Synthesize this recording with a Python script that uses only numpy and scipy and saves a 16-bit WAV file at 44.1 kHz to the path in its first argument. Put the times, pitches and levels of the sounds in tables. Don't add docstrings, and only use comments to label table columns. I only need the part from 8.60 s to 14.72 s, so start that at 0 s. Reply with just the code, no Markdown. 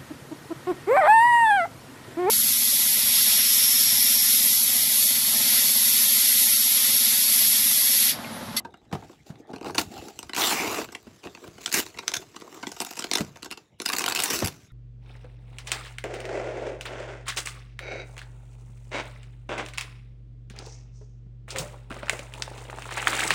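import sys
import numpy as np
from scipy import signal
from scipy.io import wavfile
from scipy.ndimage import uniform_filter1d

SR = 44100
rng = np.random.default_rng(int(sys.argv[2]) if len(sys.argv) > 2 else 0)


def master(y):
    cut = np.clip(np.atleast_2d(y).T, -1, 1)
    pcm = np.round(cut * 32767)
    wavfile.write(sys.argv[1], SR, pcm.astype(np.int16))


N = 269892


def gain_of(db):
    return 10 ** (np.asarray(db) / 20)


def evened(x):
    return x / np.sqrt(np.mean(x ** 2) + 1e-20)


def read(points, hz):
    f, value = np.transpose(points)
    return np.interp(np.log(hz + 1), np.log(f + 1), value)


def add(mix, start_s, sound):
    part = mix[max(round(start_s * SR), 0):][:len(sound)]
    part += sound[:len(part)]


def colour(points):
    level_db = np.maximum(read(points, abs(np.fft.fftfreq(4096, 1 / SR))), -100)
    log_gain = np.log(gain_of(level_db))
    taps = np.fft.ifft(np.exp(signal.hilbert(log_gain).conj())).real[:1024]
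    return taps / np.linalg.norm(taps)


def coloured(x, points):
    return signal.oaconvolve(x, colour(points))[:N]


def ring(x, hz, width_hz):
    return signal.lfilter(*signal.iirpeak(hz, hz / width_hz, SR), x)


def fibres(count, per_s, spread_db):
    chance, luck, sign = rng.random((count, 3)).T
    size = gain_of(spread_db * np.minimum(-np.log(1 - luck), 4))
    return evened((chance < per_s / SR) * size * np.sign(sign - .5))


def wander(smooth_s):
    size = max(round(smooth_s * SR), 2)
    return evened(uniform_filter1d(uniform_filter1d(rng.standard_normal(N), size), size))


def patchy(x, depth_db):
    z = signal.stft(x, nperseg=256)[2]
    field = rng.standard_normal(z.shape[::-1]).T
    field = uniform_filter1d(uniform_filter1d(field, size=3, axis=0), size=18, axis=1)
    return signal.istft(z * gain_of(depth_db * evened(field)), nperseg=256)[1][:N]


# pitch_hz, level_db (per Hz)
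ROOM_TONE = [(18, -60.5), (30, -6.5), (153, -19), (569, -26), (2230, -24.5), (3140, -26), (3770, -24),
             (4420, -46), (16000, -72.5)]


def hush():
    tone = coloured(rng.standard_normal(N), ROOM_TONE)
    return patchy(gain_of(-72.5) * tone, depth_db=7.5)


# time_s, level_db
TABLE_RUMBLE = [(0.0, -40), (0.12, -57), (0.82, -59), (1.21, -41.5), (1.65, -57.5), (2.04, -47),
                (2.32, -60), (3.29, -54.5), (3.63, -57), (4.69, -58.5), (5.13, -60), (5.73, -52),
                (6.12, -55.5)]


def rumble():
    band = signal.butter(2, [60, 190], "band", fs=SR, output="sos")
    low = signal.sosfilt(band, rng.standard_normal(N))
    level_db = np.interp(np.arange(N) / SR, *np.transpose(TABLE_RUMBLE))
    return gain_of(level_db - 7.0 + 4.9 * wander(0.023)) * evened(low)


# time_s, effort_db, box_contact_db
HANDS = [(0, -79.5, 22), (.3, -74.5, 8), (.4, -60.5, 5), (.63, -69, -4), (.8, -88, 28), (1.15, -58.5, 7),
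         (1.58, -60, 0.5), (2.4, -61.5, 0.5), (2.62, -61, -2.5), (2.801, -59, 1.5), (3.3, -56.5, 1.5),
         (3.72, -59.5, 0.5), (4.3, -52.5, -21), (4.72, -64, -2), (5.02, -67, 4), (5.17, -85.5, -8),
         (5.93, -53.5, -10), (6.12, -82.5, -2)]
# start_s, hold_s, effort_db, box_contact_db, panel_over_air_db
PULLS = [(0.335, 0.009, -54, 21, -10), (0.418, 0.031, -60.5, 11, -2), (0.492, 0.046, -62.5, 6, -0.5),
         (0.669, 0.027, -56.5, 3, -15), (0.791, 0.013, -63.5, 6, -20), (0.892, 0.028, -66, 22.5, -3.5),
         (1.024, 0.037, -62, 16, -7), (1.056, 0.049, -50, 13, -5), (1.19, 0.0082, -27.5, -26, -10),
         (1.318, 0.19, -51, 3.5, 0), (1.78, 0.15, -27, -9.5, 9), (1.915, 0.091, -31, -5, 4.5),
         (2.014, 0.19, -35, 1.5, 3), (2.186, 0.038, -40, 6, -3.5), (2.221, 0.031, -48, -2, 2),
         (2.655, 0.012, -56, 13.5, -13), (2.825, 0.058, -58, 9.5, -7), (3.018, 0.11, -47, -23, 6.5),
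         (3.141, 0.059, -25, -9.5, 0), (3.478, 0.15, -52, -5, -2.5), (3.84, 0.056, -69, 18.5, -1),
         (3.925, 0.083, -58.5, 8.5, 1), (4.38, 0.32, -56, 1, -2), (4.586, 0.026, -42.5, 7.5, -8),
         (5.3, 0.58, -49, 2.5, 6), (5.589, 0.095, -33.5, -11.5, 9.5), (5.704, 0.055, -31, -4.5, -1.5),
         (5.723, 0.092, -35.5, -3.5, -19), (6.004, 0.072, -61, -4.5, -8)]


def pulls():
    rise_db_per_s, sag_db_per_s, release_db_per_s = 904, 9.5, 255
    let_go_db, let_go_s = 8, 0.0078
    rest_panel_db = -3
    t = np.arange(0, N, 32) / SR
    s, effort_db, contact_db = np.transpose(HANDS)
    rest_db = np.interp(t, s, effort_db)
    air_rest_db = rest_db + np.interp(t, s, contact_db)
    power = gain_of(2 * np.array([rest_db, air_rest_db, air_rest_db + rest_panel_db]))
    for start_s, hold_s, db, box_db, panel_db in PULLS:
        late = t - start_s
        after = np.maximum(late - hold_s, 0)
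        shape_db = np.minimum(late * rise_db_per_s, -late * sag_db_per_s)
        shape_db = shape_db - let_go_db * (1 - np.exp(-after / let_go_s)) - release_db_per_s * after
        parts_db = np.array([[0], [box_db], [box_db + panel_db]])
        power = power + gain_of(2 * (db + shape_db + parts_db))
    sheet_db, air_db, panel_db = 10 * np.log10(power)
    crisp_db = -52.5 - 11.5 + 1.21 * (sheet_db + 46.0)
    return np.repeat([sheet_db, crisp_db, air_db, panel_db], 32, axis=1)[:, :N]


# pitch_hz, level_db (per Hz)
PAPER_COLOUR = [(820, -16.5), (1400, -2.5), (2300, -2.5), (2820, 0), (3310, -5.5), (3570, -2.5),
                (4510, -1.5), (7590, -0.5), (8500, -10.5), (11000, -19), (18700, -120)]


def paper(x):
    return coloured(x, PAPER_COLOUR)


# pitch_hz, level_db (per Hz)
CRISP_COLOUR = [(4410, -15), (7500, -4.5), (15750, -4), (16000, -32.5), (16300, -39), (16500, -67)]


def crisp_edge(x):
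    return coloured(x, CRISP_COLOUR)


# pitch_hz, width_hz, level_db
BOX_AIR = [(228.6, 130, -8.5), (316, 141, 1), (396.4, 180, 0.5), (569, 203, -3)]
# pitch_hz, width_hz, level_db
BOX_PANEL = [(807, 206, 8), (939, 246, 7), (1099, 180, -2)]


def drum(x, modes):
    taps = np.zeros(4096)
    for hz, width_hz, db in modes:
        mode = np.eye(1, 4096)[0]
        for _ in range(3):
            mode = ring(mode, hz, 2 * width_hz)
        taps += gain_of(db) * mode
    return signal.oaconvolve(x, taps / np.linalg.norm(taps))[:len(x)]


def rustle(levels):
    sheet_db, crisp_db, air_db, panel_db = levels
    t = np.arange(N) / SR
    loose = np.clip((-19 - sheet_db) / 25, .55, 1) * np.clip((sheet_db + 72) / 22, .4, 1)
    steady = np.searchsorted((1.0, 1.55, 1.78, 2.24), t) % 2 == 1
    loose = loose * np.where(steady, .5, 1)
    clumps_db = loose * (3.2 * wander(.002) + 2.2 * wander(.008))
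    grains = evened(gain_of(clumps_db) * fibres(N, per_s=9000, spread_db=3.1))
    sheet = paper(gain_of(sheet_db - 0.7) * grains)
    sheet = sheet + strip_song(sheet)
    crisp = crisp_edge(gain_of(crisp_db + 9.0) * grains)

    rub_db = 1.05 * clumps_db + 0.56 * loose * wander(0.0086)
    rub = evened(gain_of(rub_db) * fibres(N, per_s=4000, spread_db=2.0))
    air = drum(gain_of(air_db + 1.0) * rub, BOX_AIR)
    panel = drum(gain_of(panel_db - 1.0) * rub, BOX_PANEL)
    grip_ends_s, muffle_hz = 1.65, 930
    muffled = signal.sosfilt(signal.butter(6, muffle_hz, fs=SR, output="sos"), panel)
    muffled = 0.72 * muffled + 0.57 * ring(muffled, 845, 130)
    panel = np.where(np.arange(N) < grip_ends_s * SR, 0.98 * muffled + 0.2 * panel, panel)
    return patchy(sheet + crisp, depth_db=3) + air + panel


# start_s, level_db, patch_hz, burst_s
CRINKLES = [(0.0, -35, 1250, 0.0066), (0.106, -53, 3660, 0.0061), (0.172, -48, 4970, 0.0024),
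            (0.2154, -51, 1920, 0.0027), (0.2503, -52, 2500, 0.0051), (0.437, -42, 2500, 0.0056),
            (0.7547, -42.5, 2090, 0.0046), (0.8714, -45, 3600, 0.0025), (0.8799, -50, 3580, 0.0016),
            (0.8879, -46, 3580, .002), (0.9043, -41, 3970, 0.0012), (0.9123, -42, 3700, 0.0034),
            (0.9822, -32, 2820, 0.0029), (1.07, -27.5, 2500, 0.003), (1.082, -31, 3500, 0.0044),
            (1.3623, -50, 1310, 0.004), (5.186, -48.5, 6000, 0.018), (2.428, -41, 10100, 0.0017),
            (2.632, -35, 2510, 0.004), (1.4127, -34, 1330, 0.0071), (2.2143, -23, 1340, 0.0072),
            (2.4647, -54, 1300, 0.0054), (2.53, -52, 2500, 0.0045), (2.8, -46, 3000, 0.0044),
            (2.87, -36.5, 4000, 0.0032), (2.8394, -33, 1430, 0.0063), (3.0175, -40, 3400, 0.0061),
            (3.3462, -31.5, 1960, 0.0022), (3.427, -32, 1300, 0.012), (3.611, -43, 6750, 0.0036),
            (3.623, -31.5, 1300, 0.0043), (3.744, -34.5, 1290, 0.0052), (3.798, -37, 6360, 0.0073),
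            (3.81, -31, 3240, 0.0037), (3.875, -36.5, 1080, 0.004), (3.943, -34.5, 7540, 0.007),
            (3.97, -36, 1080, 0.0077), (3.988, -40, 2300, 0.0026), (4.033, -24.5, 1490, 0.007),
            (4.077, -26, 5000, 0.0032), (4.228, -40, 5300, 0.0045), (4.285, -38.5, 5300, .003),
            (4.376, -20, 5440, 0.0016), (4.124, -31, 5370, 0.0043)]
GRIP_SNAPS = [(0.0475, -33, 1560, 0.0098), (0.1386, -36, 1390, 0.0066), (0.3134, -34, 1320, 0.0036),
              (0.3262, -20, 1800, 0.0031), (0.3487, -28.5, 2010, 0.008), (0.422, -44, 1400, 0.0065),
              (0.4945, -47.5, 1700, 0.0053), (0.5304, -45, 3380, 0.0021), (0.692, -56, 1720, 0.0032),
              (0.9315, -30.5, 1700, 0.01), (0.9602, -27.5, 2670, 0.004), (1.0113, -25, 2600, 0.0015),
              (1.0284, -30.5, 2530, 0.0026), (1.045, -21.5, 1830, 0.0027), (1.056, -28.5, 1820, 0.015),
              (1.0967, -24, 1280, 0.002), (1.107, -26, 4140, 0.0023), (1.146, -19, 4500, 0.0075),
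              (1.1553, -18, 5540, 0.0035), (1.1802, -1, 2720, 0.0056), (1.1918, -20, 2860, 0.0041),
              (1.199, -24.5, 6740, 0.011), (1.211, -16, 7240, 0.0074), (1.378, -29, 4350, 0.0036),
              (1.483, -26.5, 4600, 0.0042)]
PEEL_SNAPS = [(1.5898, -15, 5050, 0.0025), (1.6282, -20.5, 3830, 0.0036), (1.694, -20, 1900, 0.0046),
              (1.7334, -15, 1970, 0.0036), (1.746, -17, 4330, 0.0095), (1.763, -8.5, 4230, 0.0037),
              (1.7765, -14, 1960, 0.0074), (1.797, -17, 6160, 0.0071), (1.8187, -9, 3630, 0.0025),
              (1.838, -10.5, 3300, 0.004), (2.144, -18.5, 2610, 0.0055), (2.182, -22.5, 1110, 0.0052),
              (2.288, -27, 1550, 0.0012), (2.319, -32.5, 5040, 0.014), (2.3488, -16.5, 2030, 0.0055),
              (2.638, -24.5, 1420, 0.0036), (2.6465, -32, 2520, 0.013), (2.671, -25, 1300, 0.0027),
              (2.7484, -29, 2630, 0.0046), (2.7736, -33, 1470, 0.0023), (2.98, -34, 2940, 0.005),
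              (3.0594, -8, 3150, 0.004), (3.077, -13, 1400, 0.0017), (3.117, -13, 4210, 0.0014),
              (3.1253, -8.5, 7200, 0.0048), (3.14, -4, 5200, 0.0071), (3.263, -23, 3920, 0.0047),
              (3.3727, -27, 2110, 0.004), (3.3857, -15.5, 2280, 0.0079)]
FLAP_SNAPS = [
    (3.4796, -0.5, 3360, 0.0014),
    (3.489, -33, 3190, 0.0039),
]
SPRING_SNAPS = [
    (3.537, -11, 3070, 0.0079),
    (3.5514, -17.5, 3640, 0.0057),
    (3.5648, -16, 3400, 0.008),
]
TURN_SNAPS = [(3.517, -17, 3250, 0.0024), (3.7603, -26.5, 2860, 0.0078), (3.818, -29.5, 2020, 0.0043),
              (4.0276, -22.5, 1510, 0.0055), (4.0684, -18.5, 1980, 0.0045), (4.09, -31, 5360, 0.0039),
              (4.1163, -23, 4850, 0.0061), (4.164, -30, 4840, 0.0079), (4.202, -7, 5070, 0.0024),
              (4.21, -17, 6100, 0.016), (4.217, -35, 7000, 0.012), (4.248, -15, 7200, 0.0023),
              (4.263, -24.5, 5200, 0.0084), (4.3066, -22, 7200, 0.0076), (4.3264, -30, 5400, 0.0023),
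              (4.3344, -23, 5300, 0.0015)]
LOOSE_SNAPS = [(4.3545, -28, 5200, 0.0028), (4.367, -24, 5030, 0.01), (4.3899, -15.5, 5150, 0.0071),
               (4.403, -25.5, 3280, 0.0067), (4.4226, -17.5, 3000, 0.0025), (4.4407, -15.5, 2130, 0.0054),
               (4.467, -32, 2340, 0.0051), (4.5135, -5.5, 2100, 0.0016), (4.5214, -32, 1900, 0.014),
               (4.5336, -7.5, 4000, 0.0051), (4.552, -8, 3550, 0.0076), (4.5717, -11, 5130, 0.003),
               (4.582, -12.5, 1940, 0.0045), (4.607, -14, 4130, 0.00099), (4.6468, -32.5, 4590, 0.0042),
               (4.757, -33, 805, 0.0079), (4.771, -28, 4700, 0.0013), (4.8225, -31, 4680, 0.0046),
               (4.8293, -17, 4000, 0.0016), (4.8444, -25.5, 4510, 0.0073), (4.8564, -27.5, 1320, 0.0086),
               (4.906, -26, 2750, 0.0018), (4.9115, -16.5, 4080, 0.0031), (4.9186, -25.5, 2760, 0.012),
               (4.9727, -29.5, 2650, 0.0063), (5.2007, -15, 2290, 0.0022), (5.216, -18, 5150, 0.0058)]
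RIP_SNAPS = [(5.2445, -32, 4200, 0.0029), (5.2585, -8, 4840, 0.0052), (5.2805, -15.5, 4630, 0.0012),
             (5.2873, -11.5, 4040, 0.0061), (5.2994, -11, 1140, 0.0023), (5.32, -16, 7200, 0.004),
             (5.3283, -14.5, 3100, 0.011), (5.351, -17, 7600, 0.0023), (5.364, -11, 7250, 0.002),
             (5.3832, -7.5, 7500, 0.004), (5.3921, -10.5, 5400, 0.004), (5.405, -16.5, 1150, 0.0086),
             (5.4157, -17, 2800, 0.008), (5.4265, -31.5, 2650, 0.016), (5.44, -8.5, 1420, 0.0027),
             (5.46, -10, 2800, 0.0055), (5.48, -8, 1430, 0.0012), (5.496, -15, 7500, 0.0076),
             (5.508, -19.5, 1770, 0.0055), (5.522, -7, 2530, 0.0017), (5.5485, -9, 7450, 0.0039),
             (5.557, -14, 2600, 0.0094), (5.568, -14.5, 2840, 0.0025)]
RIP_END_SNAPS = [(5.589, -14.5, 2880, 0.0088), (5.603, -15, 3600, 0.0037), (5.622, -9.5, 8050, 0.0022),
                 (5.636, -4.5, 9200, 0.002), (5.657, -11, 7160, 0.0026), (5.672, -28, 5260, 0.0044),
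                 (5.701, -15, 5100, 0.0097), (5.733, -20, 5460, 0.0072), (5.764, -16, 5600, 0.004),
                 (5.7896, -8.5, 5600, 0.0013), (5.802, -18, 4680, 0.0042), (5.821, -27, 1310, 0.0077),
                 (5.844, -13.5, 4700, 0.0083), (5.858, -33, 4500, 0.0038), (5.872, -9.5, 5200, 0.0028),
                 (5.879, -18, 4030, 0.0062)]
RIP_MORE_SNAPS = [(5.253, -23, 5000, 0.0077), (5.312, -28, 6000, .002), (5.332, -13.5, 1255, 0.0057),
                  (5.367, -10, 7050, 0.0024), (5.484, -12, 7600, 0.0053), (5.522, -16.5, 2740, 0.0053),
                  (5.573, -16, 2800, 0.0043), (5.601, -6.5, 3750, 0.0022), (5.64, -5.5, 10100, 0.0013),
                  (5.644, -15, 7500, 0.0026), (5.677, -21, 5500, 0.0048), (5.74, -27, 6000, 0.0029),
                  (5.753, -26, 5660, .003), (5.762, -22, 4200, 0.0024), (5.785, -26.5, 5450, 0.0017),
                  (5.859, -10, 4780, 0.0021), (5.875, -32, 4350, 0.0026)]


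def creases():
    rip = RIP_SNAPS + RIP_END_SNAPS + RIP_MORE_SNAPS
    # snaps, box drum dB, drum dB per dB of snap, crispness dB
    groups = [(CRINKLES, -7.5, -0.16, -9), (GRIP_SNAPS, 0.37, -0.35, -6), (PEEL_SNAPS, -2, -0.71, -5),
              (FLAP_SNAPS, 0.5, -0.95, 6.6), (SPRING_SNAPS, -3.5, -0.75, 19.7),
              (TURN_SNAPS, -1.5, -0.36, -0.092), (LOOSE_SNAPS, -8, -0.07, 16.5), (rip, -13, -0.066, 23.8)]
    found = []
    for rows, drum_db, slope, edge_db in groups:
        for start_s, db, hz, burst_s in rows:
            box_db = drum_db + slope * (db + 31.5) - 3.24 * np.log2(hz / 2000)
            found.append((start_s, db, hz, box_db, burst_s, edge_db))
    return found


def snaps(levels):
    sheet, patches, box, crisp = np.zeros((4, N))
    t = np.arange(1800) / SR
    patch_share, patch_width = .36, .09
    overtones = np.array((1, 1.55, 2.3))
    for s, db, hz, box_db, burst_s, edge_db in creases():
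        u = t / np.clip(burst_s, .0015, .02)
        hump = u ** .45 * np.exp(-1.6 * u ** 3)
        shape = hump + .05 * gain_of(-20 * t / .012) * (1 - np.exp(-u))
        run = shape * fibres(len(t), per_s=16000, spread_db=1.5)
        run *= gain_of(db - 5.0) * np.linalg.norm(shape) / np.linalg.norm(run)

        thin = signal.lfilter(*signal.butter(2, 0.23 * hz, "high", fs=SR), run)
        dull_hz = min(3.25 * hz * gain_of(min(edge_db, 4)), SR / 3)
        body = signal.lfilter(*signal.butter(1, dull_hz, fs=SR), 0.67 * thin + 0.27 * run)
        add(sheet, s, 0.76 * body)

        width_hz = patch_width * hz
        for f in np.minimum(hz * overtones ** rng.uniform(.8, 1.2), SR / 3):
            level = patch_share * hz / f * np.sqrt(SR / (np.pi * width_hz))
            add(patches, s, level * ring(run, f, width_hz))

        slide_db = (levels[1] - levels[0])[round(s * SR)]
        crisp_db = .5 * slide_db + 0.41 * np.log2(hz / 3000)
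        add(crisp, s, gain_of(crisp_db + edge_db - 27.0) * run)
        add(box, s + 0.001551, gain_of(box_db + 6.0) * run)
    sheet = patchy(paper(sheet), depth_db=2.2)
    box = gain_of(-5.0) * drum(box, BOX_AIR) + gain_of(-3.5) * drum(box, BOX_PANEL)
    return sheet + patches + crisp_edge(crisp) + box


# start_s, peak_db, pitch_hz, t60_s
THUMPS = [(0.042, -59.5, 114, 0.17), (0.326, -31.5, 143, 0.097), (0.7, -39.5, 141, 0.043),
          (0.94, -43, 200, 0.079), (1.189, -41, 220, 0.15), (1.801, -44, 200, 0.043),
          (2.467, -44, 236, 0.063), (2.656, -43, 179, 0.062), (2.875, -45.5, 147, 0.062),
          (4.027, -48, 160, 0.035), (4.601, -30.5, 174, 0.082), (5.82, -27, 103, 0.13)]


def thumps():
    out, t = np.zeros(N), np.arange(14000) / SR
    for s, db, hz, t60 in THUMPS:
        rise = 1 - np.exp(-t / 0.0036)
        tone = np.sin(2 * np.pi * hz * (t + 0.0029 * (1 - np.exp(-t / 0.0037))))
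        rattle = evened(ring(rng.standard_normal(len(t)), 1.02 * hz, 89))
        floor = evened(ring(rng.standard_normal(len(t)), 130, 77)) * gain_of(-60 * t / 0.43)
        blow = gain_of(-60 * t / max(t60, .03)) * (tone + 1.53 * rattle)
        add(out, s, gain_of(db + 6.5) * rise * (blow + 0.22 * floor))
    return out


# start_s, peak_db, pitch_hz
KNOCKS = [(0.05, -27, 950), (0.062, -45, 300), (0.085, -44, 480), (0.143, -46, 760), (0.328, -22, 800),
          (0.35, -27, 750), (0.423, -42, 850), (0.497, -36, 330), (0.8, -34, 296), (0.892, -43, 781),
          (0.936, -27, 260), (0.963, -40, 1000), (1.013, -31, 320), (1.034, -33, 800), (1.061, -28, 340),
          (1.066, -32, 780), (1.086, -33, 760), (1.11, -33, 380), (1.15, -29, 388), (1.186, -18, 900),
          (1.19, -26, 345), (1.304, -34, 230), (1.367, -31, 813), (1.382, -39, 760), (1.425, -31, 330),
          (1.471, -37, 245), (2.87, -37, 330), (3.595, -33, 380), (4.615, -22, 230)]


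def knocks():
    out, t = np.zeros(N), np.arange(4000) / SR
    for s, db, hz in KNOCKS:
        detune, phase = rng.random(2)
        neighbour = np.sin(2 * np.pi * (hz * (1.5 + .2 * detune) * t + phase))
        pair = np.sin(2 * np.pi * hz * t) + 0.45 * neighbour
        fade = gain_of(db - 60 * t * hz ** 0.51 * 12 / 11)
        add(out, s, fade * (1 - np.exp(-t / .0015)) * pair)
    return out


# time_s, pitch_hz, share
LONG_STRIP = [
    (1.77, 7100, 0.34),
    (1.812, 6430, 2.1),
    (1.821, 3400, 2.6),
    (1.85, 3160, 3.3),
    (1.9, 2820, 2.4),
    (1.92, 2300, 1.5),
    (2.05, 2260, 1.9),
    (2.18, 2570, 1.2),
    (2.26, 2400, .1),
]
# time_s, pitch_hz, share
LAST_STRIP = [
    (5.64, 6660, .1),
    (5.68, 5630, 1.5),
    (5.73, 5870, 1.5),
    (5.8, 5700, 1.5),
    (5.86, 5230, 1.4),
    (5.911, 4800, 0.74),
]


def strip_song(sheet):
    t, song = np.arange(N) / SR, np.zeros(N)
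    r = np.exp(-np.pi * 520 / SR)
    for strip in (LONG_STRIP, LAST_STRIP):
        s, hz, share = np.transpose(strip)
        turn = np.exp(2j * np.pi * np.cumsum(np.interp(t, s, hz)) / SR)
        drive = np.interp(t, s, share, 0, 0) * sheet / turn + 1e-18
        song += 2 * (turn * signal.lfilter([1 - r], [1, -r], drive)).real
    return song


# pitch_hz, t60_s
ROOM_DECAY = [(250, 0.18), (1300, 0.11), (4000, 0.098), (10000, 0.088)]


def room(x):
    taps = np.zeros(SR // 2)
    at = np.arange(160, SR // 2 - 20, 20)
    taps[at + rng.integers(0, 20, len(at))] = rng.choice([-1., 1.], len(at))
    hz, t, z = signal.stft(taps, SR, nperseg=128)
    fade = gain_of(-60 * t / read(ROOM_DECAY, hz)[:, None])
    tail = signal.istft(z * fade, SR, nperseg=128)[1]
    return signal.fftconvolve(x, tail / np.linalg.norm(tail))[:N]


def scene():
    levels = pulls()
    hits = snaps(levels) + knocks()
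    rest = rustle(levels) + thumps() + rumble()
    return (hits + gain_of(-9.5) * room(hits) + rest + hush())[None]


def band_limit(x):
    return signal.sosfilt(signal.butter(12, 16830, fs=SR, output="sos"), x)


def record(dry):
    thin = signal.sosfilt(signal.butter(3, 45, "high", fs=SR, output="sos"), dry)
    thin = signal.sosfilt(signal.cheby2(10, 40, 16600, fs=SR, output="sos"), thin)
    return band_limit(thin)


dry = scene()
out = record(dry)
master(out)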